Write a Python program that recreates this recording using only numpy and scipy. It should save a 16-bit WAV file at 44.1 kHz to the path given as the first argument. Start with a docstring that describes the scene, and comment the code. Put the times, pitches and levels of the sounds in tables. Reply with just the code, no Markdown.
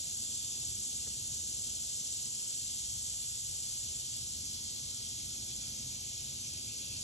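"""Small frogs and insects in woodland, as shaped noise bands, pulse trains and soft-edged notes.
From the start a dense far chorus, chirps, buzzing, whistles, a low breeze and a drone sound together;
at 0.3 s tree frogs begin to trill, and near 1.1 s a twig cracks. From about 3 s the buzz slows and fades,
a far crow caws, and a rasping frog climbs in pitch and grows louder towards the end.
Trees scatter many of the callers; left and right channels are partly alike and shifted in phase."""
import sys
import numpy as np
from scipy import signal
from scipy.fft import rfft, irfft
from scipy.io import wavfile
from scipy.ndimage import uniform_filter1d

SR = 44100
rng = np.random.default_rng(int(sys.argv[2]) if len(sys.argv) > 2 else 0)


def transcribe(signal):
    """Save signal, clipped to [-1, 1], as a 16-bit WAV file at the path in sys.argv[1]."""
    frames = np.atleast_2d(signal).T
    limited = np.clip(frames, -1, 1)
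    pcm = np.round(limited * 32767).astype(np.int16)
    wavfile.write(sys.argv[1], SR, pcm)


N = 310023  # samples

# In every spectrum the level is relative, per Hz of bandwidth.
# Far frog chorus spectrum (f/Hz, level/dB)
FROG_SPECTRUM = [(1900, -22.5), (2300, -15.5), (2700, -8.5), (3200, 0.1), (3900, -1), (4600, 3), (5300, 0),
                 (6500, -8.5)]
# Far insect spectrum (f/Hz, level/dB)
INSECT_SPECTRUM = [(4200, -18.1), (5200, -6.7), (6000, -2.0), (7300, 0.2), (8100, -1.2), (9000, -8.6),
                   (10000, -10.4), (11200, -9.7), (11700, -14.6), (12300, -22.7), (12700, -35.4)]
# the frogs hold their mean level; the insects ease off slowly
FROGS_DB, INSECTS_DB, INSECTS_FALL_DB_PER_S = -47.5, -42, 0.1747
# how far strands of single pitches stand out of a crowd
STRANDS_DB = 3.0

# Single frog calls that stand out of the chorus
# (middle t/s, length t/s, pitch f/Hz, width f/Hz, level/dB before a common trim and scattering)
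SOLO_CALLS = [(.34, .35, 3445, 40, -61), (.45, .9, 3530, 220, -59.5), (.47, .25, 3100, 25, -66),
              (1.35, .25, 4500, 25, -64), (1.5, .7, 4100, 130, -62), (2.81, .35, 3208, 25, -61),
              (2.88, .25, 5749, 25, -56), (2.88, .22, 5490, 25, -59), (2.95, .22, 3488, 25, -65),
              (3.14, .45, 4540, 30, -66), (3.7, .25, 3402, 25, -65), (4.13, .25, 4285, 25, -64),
              (4.9, .3, 4328, 25, -63), (5.39, .25, 5706, 25, -59), (6.18, .3, 3251, 45, -65),
              (6.46, .3, 6093, 25, -58), (6.9, .25, 3402, 25, -64)]

# Body resonance of the buzzing insects (f/Hz, level/dB)
BUZZ_SPECTRUM = [(5500, -15.5), (6500, -8.5), (7000, -2.5), (7450, 1.6), (7900, -0.2), (8400, -8),
                 (9200, -14), (9900, -13), (10500, -13.5), (11500, -22.8), (12400, -35.5)]
# Snap rates of two tymbals that slow as the insects run down (t/s, rate/snaps per s)
FIRST_TYMBAL_RATE = [(0, 418), (1, 410), (2.3, 405), (2.7, 391), (3.1, 386), (4.3, 228), (4.8, 190)]
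SECOND_TYMBAL_RATE = [(0, 337), (2.2, 324), (2.7, 309), (3.5, 302), (4.6, 190)]
# shares of the buzz power that arrive as clear snaps from each tymbal; the trees smear the rest
FIRST_SHARE, SECOND_SHARE = .42, .24
# the buzz holds, then runs down ever faster: 10 dB down after the release time
BUZZ_DB, BUZZ_HOLD_UNTIL_S, BUZZ_RELEASE_S = -42.5, 3.23, 1.53
# the throb is half gone at the first time and dies away before the buzz does
THROB_HALF_S, THROB_FADE_S = 2.8, .2
# Thinner insect voice that swells once (f/Hz, level/dB)
SIZZLE_SPECTRUM = [(8000, -10), (8700, -1), (9600, 0), (10300, -5), (10900, -1), (11600, -7), (12300, -22)]
SIZZLE_DB, SIZZLE_PEAK_S, SIZZLE_LENGTH_S, SIZZLE_RISE_DB = -56.5, 3.5, 1, 4

# Long thin cricket whistles
# (middle t/s, length t/s, pitch f/Hz, width f/Hz, level/dB before scattering)
CRICKET_WHISTLES = [(1.9, 3.2, 7225, 24, -54), (1.0, 3.2, 6687, 20, -56.5), (2.6, 1.8, 7530, 24, -53.5),
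                    (.5, 1.2, 5920, 24, -58), (1.9, .9, 6180, 24, -57), (5.1, 2.4, 6295, 24, -61),
                    (4.5, 5, 6868, 24, -62), (5.2, 2.6, 3250, 75, -65)]

# Breeze spectrum (f/Hz, level/dB)
BREEZE_SPECTRUM = [(24, -39), (35, -14), (55, -2), (100, 0), (135, -3.5), (175, -13), (240, -12.5),
                   (320, -25), (500, -26.5)]
# Small uneven level changes of the low rush (peak t/s, length t/s, change level/dB)
BREEZE_CHANGES = [(0.73, 0.24, 2.5), (1.24, 0.35, 3.5), (2.03, 0.31, -2), (2.5, 0.097, -5.5),
                  (2.95, 0.18, 3), (3.72, 0.27, 0), (4.35, 0.18, 1.5), (5.4, 0.45, 1), (5.8, 0.2, 1.5),
                  (6.797, 0.1, -5), (6.94, 0.11, 3)]
# the low rush slowly grows under these changes
BREEZE_DB, BREEZE_RISE_DB_PER_S = -58.5, 0.51
# Air moving through far treetops (f/Hz, level/dB)
LEAF_SPECTRUM = [(280, -4.5), (400, -0.5), (520, -2), (750, -3.5), (1000, -8), (1400, -11), (1900, -17.5)]
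# Faint low drone from far off (f/Hz, level/dB)
DRONE_SPECTRUM = [(100, -5), (125, 3.5), (150, -4.5), (178, -7.5), (212, 0), (255, -2.5), (310, -10.5),
                  (360, -9.5), (430, -19)]
# Swells and, where negative, sinkings of the drone (peak t/s, length t/s, rise level/dB)
DRONE_CHANGES = [(0.31, 0.085, 3), (0.728, 0.21, 3.5), (1.95, 0.31, -3.5), (3.253, 0.95, -15),
                 (5.0, 0.29, -5), (5.45, 0.4, 1.5), (6.094, 0.22, -3)]
# the drone grows a little under its swells
DRONE_DB, DRONE_RISE_DB_PER_S = -62, 0.5

# Nearer frog trills
# (first note t/s, last note t/s, rate/notes per s, pitch f/Hz, level/dB before scattering and panning)
FROG_TRILLS = [(.30, 2.17, 10.4, 3610, -62), (1.88, 1.99, 10.2, 3600, -58), (.53, 2.6, 10.4, 2720, -71),
               (4.9, 5.7, 6.5, 3200, -63)]

# Cracks of a twig in the leaf litter (t/s, upper edge f/Hz, peak level/dB before scattering)
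TWIG_CRACKS = [(1.068, 2000, -52), (1.073, 540, -50), (1.078, 1900, -55)]

# Far crow
# (middle t/s, length t/s, strongest partial f/Hz, width f/Hz, level/dB before scattering)
CROW_CAWS = [(3.27, .18, 1420, 150, -78.5), (4.958, .17, 1385, 90, -73.3), (5.305, .18, 1350, 135, -74.5),
             (5.66, .19, 1390, 95, -73.7)]

# Notes of the rasping frog (middle t/s, level/dB relative to RASP_DB)
RASP_NOTES = [(3.68, -11), (3.81, -10), (3.95, -9), (4.13, -8), (4.3, -12), (4.45, -7), (4.59, -8),
              (4.74, -12), (4.87, -8), (5.0, -8), (5.21, -6.5), (5.35, -6), (5.49, -6), (5.63, -2.5),
              (5.76, -4), (5.93, -2), (6.05, -2), (6.19, -3), (6.31, -3), (6.45, 0), (6.57, 0), (6.69, 2.5),
              (6.82, 1), (6.92, 2)]
# its short, wide notes climb in pitch
RASP_HZ, RASP_RISE_HZ_PER_S, RASP_DB = 2155, 143, -58.5
RASP_WIDTH_HZ, RASP_LENGTH_S = 400, .12

# Likeness of left and right channels, by frequency (f/Hz, likeness/0-1)
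CHANNEL_LIKENESS = [(100, 1.0), (250, 0.94), (420, 0.57), (750, 0.19), (1200, 0.52), (1500, 0.98),
                    (2200, 0.97), (2700, 0.1), (4200, 0.4), (4600, 0.62), (4850, 0.93), (5200, 0.68),
                    (5800, 1.0), (6600, 0.87), (8200, 0.88), (8750, 0.99), (9500, 1.0), (10400, 0.78),
                    (11600, 0.78), (11950, 0.99)]
# Phase by which the left channel leads, negative where it lags (f/Hz, phase/rad)
LEFT_LEAD = [(350, -0.05), (900, -0.71), (1500, -0.01), (3400, 0.16), (4200, 1.43), (4850, 3.08),
             (5300, 5.44), (5750, 6.27), (6200, 6.34), (7000, 7.5), (8000, 8.59), (8600, 9.36),
             (9500, 9.43), (10200, 9.97), (11500, 11.8), (11900, 12.53)]
EDGE_HZ = 12600  # upper edge of the sound


def seconds():
    """Uniform sampling: the time of every sample."""
    return np.arange(N) / SR


def gain_of(db):
    """Logarithmic level: decibels to amplitude."""
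    return 10 ** (np.asarray(db) / 20)


def evened(x):
    """Normalisation of mean power: scales to rms 1."""
    return x / np.sqrt(np.mean(x ** 2) + 1e-20)


def read(points, hz):
    """Linear interpolation of a table on a log-frequency axis."""
    f, value = np.transpose(points)
    return np.interp(np.log(hz + 1), np.log(f + 1), value)


def add(mix, s, sound):
    """Superposition: mixes in a sound that starts at time s, cut at the ends of the mix."""
    start = round(s * SR)
    sound = sound[max(-start, 0):]
    part = mix[max(start, 0):][:len(sound)]
    part += sound[:len(part)]


def drift(per_s):
    """Low-pass noise: a smooth random curve of rms 1, faster for a larger per_s (Hz)."""
    t = np.arange(0, N / SR, 1 / 2000)
    hz = np.fft.rfftfreq(len(t), t[1])
    spectrum = rfft(rng.standard_normal(len(t))) * np.exp(-(hz / per_s) ** 2)
    return evened(np.interp(seconds(), t, irfft(spectrum, len(t))))


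def swell(peak_s, length_s):
    """Gaussian envelope of height 1 that stays above half for the given length."""
    t = np.arange(0, N / SR, 1 / 200)
    bell = .5 ** np.minimum((2 * (t - peak_s) / length_s) ** 2, 20)
    return np.interp(seconds(), t, bell)


def diffuse(spectrum):
    """Incoherent sources: two unrelated noises of one spectrum, falling steeply past its ends."""
    hz = np.fft.rfftfreq(N, 1 / SR)
    low, high = .85 * spectrum[0][0], 1.15 * spectrum[-1][0]
    ends = 1 / np.sqrt((1 + (hz / high) ** 12) * (1 + (low / (hz + 1)) ** 12))
    real, imaginary = rng.standard_normal((2, 2, len(hz)))
    return evened(irfft((real + 1j * imaginary) * ends * gain_of(read(spectrum, hz)), N))


def shimmer(spectrum):
    """Random fluctuation of a sum of many sources: short, thin strands of pitch rise and sink."""
    z = signal.stft(diffuse(spectrum), nperseg=2048, noverlap=1536)[2]
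    # smooth across neighbouring bins, then along time
    narrow = uniform_filter1d(rng.standard_normal(z.shape[1:]), size=3, axis=0)
    strands = np.tanh(evened(uniform_filter1d(narrow, size=22, axis=1)))
    crowd = signal.istft(z * gain_of(STRANDS_DB * strands), nperseg=2048, noverlap=1536)[1]
    return evened(crowd[:, :N])


def note(length, hz, width_hz, rough):
    """Narrow-band resonance: a tone blended with noise at the same pitch under a soft-edged envelope."""
    t = np.arange(int(length * SR)) / SR
    size = int(np.ceil(2 * length)) * SR // 2
    ring = np.exp(-((np.fft.rfftfreq(size, 1 / SR) - hz) / width_hz) ** 2)
    rasp = evened(irfft(rfft(rng.standard_normal(size)) * ring, size)[:len(t)])
    tone = evened(np.sin(2 * np.pi * (hz * t + rng.random())))
    rough = np.clip(rough, 0, 1)
    return evened((1 - rough) * tone + rough * rasp) * np.hanning(len(t))


def woods(x, t60, wet_db):
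    """Multiple scattering: trunks give a sound a different exponentially decaying tail in each channel."""
    t = np.arange(SR // 2) / SR
    tail = rng.standard_normal((2, len(t))) * gain_of(-60 * t / t60)
    tail /= np.linalg.norm(tail, axis=1, keepdims=True)
    wet = gain_of(wet_db)  # tail relative to direct sound
    scattered = signal.fftconvolve(x[None], tail, axes=1)[:, :N]
    return (x + wet * scattered) / np.hypot(1, wet)


def far_chorus():
    """Incoherent summation: countless far frogs and insects merge into gently shimmering bands."""
    frogs = shimmer(FROG_SPECTRUM) * gain_of(FROGS_DB + 0.68 * drift(21))
    insects_db = INSECTS_DB - INSECTS_FALL_DB_PER_S * seconds() + 1.0 * drift(220)
    return frogs + shimmer(INSECT_SPECTRUM) * gain_of(insects_db)


def peepers(count=60, low_hz=3000, high_hz=8000, level_db=-52):
    """Periodic excitation: middle-distance callers chirp in bouts, each on its own pitch and beat."""
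    out = np.zeros(N)
    for k, (pitch, beat, start, bout, size) in enumerate(rng.random((count, 5))):
        hz = low_hz + (high_hz - low_hz) * np.sqrt((k + pitch) / count)
        chirp = note(0.067, hz, 140, 0.86) * hz / high_hz  # the shriller callers are the louder
        chirps_per_s = 4 + 8 * beat
        for s in np.arange(start * .2, N / SR, 1 / chirps_per_s):
            effort = np.sin(np.pi * (s / 3 + bout)) ** 4  # one bout every 3 s
            add(out, s, (0.87 + size) * effort * chirp)
    return gain_of(level_db) * evened(woods(out, t60=0.12, wet_db=23))


def soloists(trim_db=-0.5):
    """Narrow-band resonance: frogs a little nearer than the rest, each heard for one call."""
    out = np.zeros(N)
    for s, length, hz, width_hz, db in SOLO_CALLS:
        add(out, s - length / 2, gain_of(trim_db + db) * note(length, hz, width_hz, 1))
    return woods(out, t60=.15, wet_db=-6)


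def snaps(rates):
    """Impulsive excitation: the power envelope of a slightly uneven train of decaying tymbal snaps."""
    turns = np.cumsum(np.interp(seconds(), *np.transpose(rates))) / SR
    return evened(np.exp(-(turns % 1) / .3) * gain_of(.6 * drift(300))) ** 2


def buzzers(strokes_hz=39.95, depth=0.29):
    """Amplitude modulation of a resonance: tymbal snaps and a throb shape the buzz as it slows and fades."""
    turns = np.cumsum(strokes_hz + 0.29 * drift(1.0)) / SR
    throbbing = 1 / (1 + np.exp((seconds() - THROB_HALF_S) / THROB_FADE_S))
    strokes = 1 + depth * throbbing * np.cos(2 * np.pi * turns)
    running_down = np.maximum(seconds() - BUZZ_HOLD_UNTIL_S, 0) / BUZZ_RELEASE_S
    effort = gain_of(-10 * running_down ** 2)
    first = FIRST_SHARE * (snaps(FIRST_TYMBAL_RATE) - 1)
    second = SECOND_SHARE * (snaps(SECOND_TYMBAL_RATE) - 1)
    tymbals = np.sqrt(1 + first + second)  # power to amplitude
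    small_body = signal.butter(4, 4500, "high", fs=SR, output="sos")
    body = signal.sosfilt(small_body, tymbals * shimmer(BUZZ_SPECTRUM))
    return gain_of(BUZZ_DB + 0.5 * drift(6.9)) * effort * strokes * body


def sizzle():
    """Band-limited noise: a thinner insect voice rises once out of a quiet simmer."""
    level_db = SIZZLE_DB + SIZZLE_RISE_DB * swell(SIZZLE_PEAK_S, SIZZLE_LENGTH_S)
    return gain_of(level_db + 1.6 * drift(17)) * diffuse(SIZZLE_SPECTRUM)


def crickets():
    """Narrow-band noise: thin wavering whistles rise out of the chorus and sink back."""
    out = np.zeros(N)
    for s, length, hz, width_hz, db in CRICKET_WHISTLES:
        add(out, s - length / 2, gain_of(db) * note(length, hz, width_hz, 1))
    return woods(out, t60=0.38, wet_db=3)


def breeze():
    """Broadband flow noise: a soft low rush wavers unevenly and slowly grows."""
    changes_db = sum(change_db * swell(s, length) for s, length, change_db in BREEZE_CHANGES)
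    level_db = BREEZE_DB + BREEZE_RISE_DB_PER_S * seconds() + changes_db
    return gain_of(level_db) * diffuse(BREEZE_SPECTRUM)


def treetops(level_db=-67.0):
    """Broadband flow noise: a steadier wash of air in far leaves."""
    return gain_of(level_db + 0.61 * drift(4.4)) * shimmer(LEAF_SPECTRUM)


def far_drone():
    """Band-limited noise: a faint low drone swells and sinks."""
    swells_db = sum(rise_db * swell(s, length) for s, length, rise_db in DRONE_CHANGES)
    level_db = DRONE_DB + DRONE_RISE_DB_PER_S * seconds() + swells_db
    return gain_of(level_db) * diffuse(DRONE_SPECTRUM)


def trilling_frogs():
    """Periodic excitation: short notes repeat evenly as trills, louder on the left."""
    out = np.zeros(N)
    for first, last, per_s, hz, db in FROG_TRILLS:
        for k in range(round((last - first) * per_s) + 1):
            add(out, first + k / per_s - .035, gain_of(db) * note(0.075, hz, 90, 0.6))
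    return woods(out, t60=.25, wet_db=-3) * gain_of([[1.5], [-2.5]])  # left, right


def twig():
    """Damped impulse: sharp and duller cracks in quick succession, as decaying noise damped by leaves."""
    t, out = np.arange(SR // 20) / SR, np.zeros(N)
    for s, top_hz, db in TWIG_CRACKS:
        damping = signal.butter(2, [280, top_hz], "band", fs=SR, output="sos")
        crack = signal.sosfilt(damping, rng.standard_normal(len(t)) * np.exp(-t / .0045))
        add(out, s, gain_of(db) * crack / abs(crack).max())
    return woods(out, t60=.12, wet_db=-9)


def crow():
    """Propagation loss: only the strongest partial of each hoarse caw carries this far."""
    out = np.zeros(N)
    for s, length, hz, width_hz, db in CROW_CAWS:
        add(out, s - length / 2, gain_of(db) * note(length, hz, width_hz, 0.96))
    return woods(out, t60=0.3, wet_db=-10)


def rasping_frog():
    """Rough resonance: a hoarse frog deeper in the trees, its notes rising in pitch and running together."""
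    out = np.zeros(N)
    for s, db in RASP_NOTES:
        hz = RASP_HZ + RASP_RISE_HZ_PER_S * (s - RASP_NOTES[0][0])
        rasp = note(RASP_LENGTH_S, hz, RASP_WIDTH_HZ, 0.91)
        add(out, s - RASP_LENGTH_S / 2, gain_of(RASP_DB + db) * rasp)
    return woods(out, t60=.8, wet_db=4)


def widened(field):
    """Stereo width: two signals become left and right, partly alike and shifted in phase."""
    hz = np.fft.rfftfreq(N, 1 / SR)
    left, other = rfft(field)
    same = np.clip(read(CHANNEL_LIKENESS, hz), 0, 1)
    right = same * left + np.sqrt(1 - same ** 2) * other
    right = right * np.exp(-1j * read(LEFT_LEAD, hz))
    return irfft(np.array([left, right]), N)


def scene():
    """Superposition: the surrounding chorus and breeze, with the single callers and twig in front."""
    voices = far_chorus() + peepers() + soloists() + buzzers() + sizzle() + crickets()
    air = breeze() + treetops() + far_drone()
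    return widened(voices + air) + trilling_frogs() + twig() + crow() + rasping_frog()


def record(dry):
    """Band limitation: a linear-phase low-pass leaves nothing above 12.6 kHz but its steep skirt."""
    low_pass = signal.firwin(401, EDGE_HZ, window=("kaiser", 9), fs=SR)
    return signal.oaconvolve(dry, low_pass[None], "same")


dry = scene()
out = record(dry)
transcribe(out)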